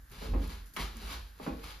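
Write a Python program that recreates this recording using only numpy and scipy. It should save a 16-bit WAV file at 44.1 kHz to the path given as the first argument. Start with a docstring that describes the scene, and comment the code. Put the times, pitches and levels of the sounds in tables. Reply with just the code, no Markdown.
"""Dancing on a wooden floor

Someone dances in a living room, a few steps away, over quiet room tone.
Heels and toes ring damped board tones and thuds of noise; slow low tones are the joists under the weight.
One sole slaps down flat in short noise cracks. Swelling grains of friction make the scuffs, and finer
grains the steady rustle of a beaded fringe, with bright noise bursts where beads click together."""
import sys
import numpy as np
from scipy import signal
from scipy.fft import rfft, irfft, next_fast_len
from scipy.io import wavfile

SR = 44100
rng = np.random.default_rng(int(sys.argv[2]) if len(sys.argv) > 2 else 0)


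def file_out(sig):
    """Save sig as 16-bit WAV at sys.argv[1]."""
    # one column per channel
    cols = np.atleast_2d(sig).T
    # limit, then scale
    lim = np.clip(cols, -1, 1)
    pcm = np.round(lim * 32767).astype(np.int16)
    wavfile.write(sys.argv[1], SR, pcm)


N = 79380  # samples, 1.8 s


def amp(db):
    """Decibels to gain."""
    return 10 ** (np.asarray(db) / 20)


def unit(x):
    """Scale to rms 1."""
    return x / np.sqrt(np.mean(x ** 2) + 1e-20)


def along(points, hz):
    """Read a curve of (Hz, value) points on a log frequency axis."""
    f, v = np.transpose(points)
    return np.interp(np.log(hz + 1), np.log(np.sort(f) + 1), v)


def filtered(x, response):
    """Multiply the spectrum of x by a response of frequency."""
    n = x.shape[-1]
    m = next_fast_len(n + SR // 10)
    hz = np.fft.rfftfreq(m, 1 / SR)
    return irfft(rfft(x, m) * response(hz), m)[..., :n]


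def colour(x, spectrum):
    """Give x the spectrum's dB curve, at rms 1."""
    return unit(filtered(x, lambda hz: amp(along(spectrum, hz))))


def spread(pair):
    """Turn two unrelated signals into left and right that are more or less alike at each frequency."""
    # Likeness of left and right. Each row: frequency in Hz, correlation from 0 to 1.
    likeness = [(50, .985), (150, .95), (290, .88), (620, .3), (1300, 0), (2400, .6), (4400, .4),
                (7000, .4), (7700, .995), (9200, .995), (10000, .6), (13500, .6), (14500, .99)]

    def mid_side_gains(hz):
        angle = np.arccos(np.clip(along(likeness, hz), -1, 1)) / 2
        return np.array([np.cos(angle), np.sin(angle)])

    mid, side = filtered(pair, mid_side_gains)
    return np.array([mid + side, mid - side])


def pair_gains(db):
    """Gains of two signals, the first db above the second."""
    return amp(np.array([[db], [-db]]) / 2)


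def add(track, sound, s):
    """Mix a stereo sound into the track at a time in seconds."""
    i = max(round(s * SR), 0)
    track[:, i:i + sound.shape[1]] += sound[:, :N - i]


def in_room(x, wet_db):
    """Add the room as a tail of decaying noise, drawn anew at each call."""
    # Decay of the living room. Each row: frequency in Hz, time to fall 60 dB in seconds.
    decay = [(100, 0.37), (260, 0.47), (700, 0.35), (1500, 0.31), (4000, 0.39), (12000, 0.17)]
    noise = rng.standard_normal((2, SR // 2))
    hz, t, z = signal.stft(noise, SR, nperseg=256)
    fade = amp(-60 * t / along(decay, hz)[:, None])
    tail = signal.istft(z * fade, SR, nperseg=256)[1]
    tail = tail / np.linalg.norm(tail[0])
    wet = signal.fftconvolve(x, tail, axes=1)[:, :x.shape[1]]
    return spread(x + amp(wet_db) * wet)


def burst(spectrum, t60):
    """A crack of coloured noise that falls 60 dB in t60 seconds."""
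    t = np.arange(SR // 2) / SR
    return colour(rng.standard_normal((2, len(t))), spectrum) * amp(-60 * t / t60)


def grains(per_s, spectrum):
    """Two streams of dense tiny contacts of uneven size, at random moments."""
    hits = rng.random((2, N)) < per_s / SR
    unevenness = amp(2.5 * rng.standard_normal((2, N)))  # spread in dB
    return colour(hits * rng.standard_normal((2, N)) * unevenness, spectrum)


def room_tone():
    """The quiet air of the room: steady coloured noise."""
    # Colour of the room tone. Each row: frequency in Hz, level in dB.
    air_colour = [(25, 11), (48, 22), (100, 5.5), (200, -3.5), (700, -18.5), (1200, -14.5), (1650, -6),
                  (2400, -21.5), (6000, -17.5), (14000, -17)]
    return amp(-56.5) * spread(colour(rng.standard_normal((2, N)), air_colour))


def joists():
    """The floor swings under the dancer's weight: a low boom that swells and fades."""
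    # Weight landing on the floor. Each row: start in seconds, level in dB, pitch in Hz.
    loads = [(-.084, -45, 49.6), (0.179, -40.5, 46), (.235, -41, 62), (0.289, -27, 53.6),
             (0.333, -21.5, 50.3), (0.44, -33, 51), (0.508, -37, 49.9), (0.582, -42.5, 45.2),
             (.803, -34.5, 49.3), (0.934, -40.5, 48.9), (1.037, -38.5, 52.3), (1.14, -41.5, 60),
             (1.225, -42.5, 49.2), (1.496, -37.5, 53.9), (1.612, -41.5, 51.3), (1.729, -47.5, 49)]
    # Partials of the boom. Each row: multiple of the pitch, level in dB.
    partials = [(0.999, 0), (1.5, -13), (1.9, -27.5)]
    rise_s, steepness = 0.026, 0.71  # time to the peak of the swell, exponent on its shape
    out = np.zeros(N)
    for s, db, hz in loads:
        t = np.maximum(np.arange(N) / SR - s, 0)
        u = t / rise_s
        swell = (u * np.exp(1 - u)) ** steepness
        boom = sum(amp(db + level) * np.sin(2 * np.pi * hz * k * t) for k, level in partials)
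        out += swell * boom
    return out


def strokes():
    """Strength of the foot strokes in two grain streams: each one swells and dies exponentially."""
    # Scuffs and swishes. Each row: peak in seconds, level in dB, rise in seconds, fall in seconds,
    # first stream over second in dB (rise and fall are times to change by a factor e).
    sweeps = [(0.124, -58, .012, 0.2, 3), (0.243, -50, 0.051, 0.045, 1.5), (0.441, -53.5, 0.041, 0.037, 3),
              (0.498, -50.5, 0.0095, 0.062, 0.5), (0.798, -47.5, 0.016, 0.048, 14),
              (.845, -54.5, 0.024, .035, -16), (1.021, -62.5, .06, 0.046, 18),
              (1.128, -45, 0.084, 0.042, 0), (1.27, -67.5, 0.094, 0.042, 6),
              (1.438, -54.5, 0.037, 0.077, 3.5), (1.64, -50, .006, 0.041, 1.5),
              (1.706, -52, 0.088, 0.058, -0.5)]
    t = np.arange(N) / SR
    each = []
    for s, db, rise, fall, lead_db in sweeps:
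        swell = np.exp(-np.maximum((s - t) / rise, (t - s) / fall))
        each.append(amp(db) * pair_gains(lead_db) * swell)
    return np.sqrt(np.sum(np.square(each), axis=0) + 1e-12)


def fringe(strength):
    """Bead grains rustle all the time, more with each stroke, and some beads click together."""
    # Colour of the rustle. Each row: frequency in Hz, level in dB.
    rustle_colour = [(1500, -7), (4000, -12), (7000, -2), (10000, -2.5), (12500, 13), (15000, -20.5)]
    # Beads clicking together. Each row: start in seconds, level in dB, time to fall 60 dB in seconds.
    clicks = [(0.098, -59, 0.072), (0.116, -52.5, 0.043), (0.476, -50.5, .04), (0.658, -59, 0.27),
              (0.737, -51.5, 0.16), (0.969, -34.5, 0.0019), (0.9703, -48.5, .03), (1.635, -52, .03)]
    # Colour of a click. Each row: frequency in Hz, level in dB.
    bead_colour = [(1000, -59), (3000, -20), (4800, -6), (6500, -3), (10000, -1.5), (12000, -1),
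                   (15000, -3.5)]
    # a constant floor under the movement; the exponent softens how far the rustle follows it
    movement = (unit(strength.mean(0)) + 0.12) ** 0.48
    rustle = amp(-69.5) * movement * grains(4900, rustle_colour)
    out = spread(rustle)
    for s, db, t60 in clicks:
        add(out, amp(db) * in_room(burst(bead_colour, t60), wet_db=-5), s)
    return out


def steps():
    """Each contact rings the boards and thuds; a softer one keeps only their low notes."""
    # Heel and toe contacts. Each row: start in seconds, level in dB,
    # hardness as a treble corner in Hz, time for the thud to fall 60 dB in seconds.
    contacts = [(0.109, -46.5, 188, 0.15), (0.215, -41.5, 413, 0.18), (.272, -40.5, 179, 0.48),
                (0.336, -42, 800, .1), (0.348, -36, 350, 0.098), (.422, -35.5, 179, 0.14),
                (.733, -52, 185, 0.027), (.772, -35, 214, 0.067), (.945, -51.5, 210, 0.27),
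                (1.015, -48, 226, 0.25), (1.399, -42, 640, 0.03), (1.464, -39.5, 960, 0.057),
                (1.476, -37, 425, .1), (1.562, -52.5, 510, .08)]
    # Floorboard modes. Each row: nominal frequency in Hz, level in dB, time to fall 60 dB in seconds.
    modes = [(159.3, -4.5, 0.4), (212.5, -3.5, 0.54), (251.5, 1, 0.32), (295, -14.5, 0.15),
             (366.2, -15, 0.49), (395.6, -1.5, 0.16), (461, -6, 0.74), (612, -3, 0.36), (814, 2, 0.33),
             (1083, -1.5, 0.45)]
    # Dense wood resonances in the thud. Each row: frequency in Hz, level in dB.
    thud_colour = [(60, -26), (110, -9.5), (170, -0.5), (250, 1), (430, 0), (640, -2.5), (850, -6),
                   (1250, -2.5), (1650, -4), (2400, -1), (7000, -15.5)]
    ring_db, thud_db = -8, 6
    out = np.zeros((2, N))
    t = np.arange(SR // 2) / SR
    for s, db, corner_hz, thud_t60 in contacts:
        ring = np.zeros((2, len(t)))
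        for hz, level, t60 in modes:
            detuned_hz = hz * (1 + rng.normal(0, .012))
            cycles = detuned_hz * t + rng.random((2, 1))
            ring += amp(level - 60 * t / t60) * np.sin(2 * np.pi * cycles)
        thud = in_room(burst(thud_colour, thud_t60), wet_db=3)
        knock = amp(ring_db) * spread(ring) + amp(thud_db) * thud

        def softness(hz):
            # second-order low-pass
            return 1 / (1 + 1j * np.sqrt(2) * hz / corner_hz - (hz / corner_hz) ** 2)

        add(out, amp(db) * filtered(knock, softness), s)
    return out


def scuffs(strength):
    """Soles rub round on the boards: fine friction grains under each stroke."""
    # Colour of the friction. Each row: frequency in Hz, level in dB.
    scuff_colour = [(120, 4), (250, -4), (420, -2.5), (600, -5.5), (900, -2), (1300, 0), (1700, -4),
                    (2300, -3), (4600, -2), (6000, -7), (7400, -9.5), (11000, -12), (15000, -18)]
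    return in_room(strength * grains(9000, scuff_colour), wet_db=-3)


def slap():
    """The sole lands flat, in a few quick contacts of short noise."""
    # Contacts of the flat sole. Each row: start in seconds, level in dB.
    contacts = [(.7645, -32.5), (.7688, -32.5), (.786, -47)]
    # Colour of the slap. Each row: frequency in Hz, level in dB.
    sole_colour = [(100, -24.5), (240, 5), (400, -9), (700, -15), (1100, 3), (1600, 0), (2200, 2),
                   (3000, -3), (5000, -7.5), (7000, -9.5), (12000, -15.5), (15000, -13)]
    out = np.zeros((2, N))
    for s, db in contacts:
        add(out, amp(db) * in_room(burst(sole_colour, t60=0.012), wet_db=2), s)
    return out


def scene():
    """Feet, floor and dress over quiet room tone."""
    strength = strokes()
    floor = joists() + steps()
    soles = scuffs(strength) + slap()
    return room_tone() + floor + soles + fringe(strength)


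def record(dry):
    """Stereo colouring: fixed left and right filters, differing in level and phase, under one band limit."""
    # Colour shared by both channels. Each row: frequency in Hz, level in dB.
    shared_colour = [(20, -4.5), (40, 0), (600, 2.5), (1200, 5.5), (2400, 3.5), (5000, .5), (8300, -.5),
                     (11000, 1.5), (14000, 1), (15000, 1), (15800, -28)]
    # Level difference of the channels. Each row: frequency in Hz, left over right in dB.
    lean = [(60, -1.1), (400, -0.3), (700, -3.5), (1300, -0.5), (2400, -0.1), (4400, 6), (7600, -4),
            (15000, 1)]
    # Phase difference of the channels. Each row: frequency in Hz, lead of the left in radians.
    phase_lead = [(300, 0), (1900, 0), (2900, .7), (4700, .5), (5700, -.9), (7300, -1.5), (7700, -3.1),
                  (9100, -3.18), (9700, -5.2), (10700, -6.2), (13700, -6.9), (14500, -9.38), (15700, -9.44)]
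    top_hz = 15750  # nothing passes from here up
    half = np.array([[.5], [-.5]])  # each difference is split evenly between left and right

    def channel_filters(hz):
        gain = amp(along(shared_colour, hz) + half * along(lean, hz))
        phase = np.exp(1j * half * along(phase_lead, hz))
        return gain * phase * (hz < top_hz)

    return filtered(dry, channel_filters)


dry = scene()
out = record(dry)
file_out(out)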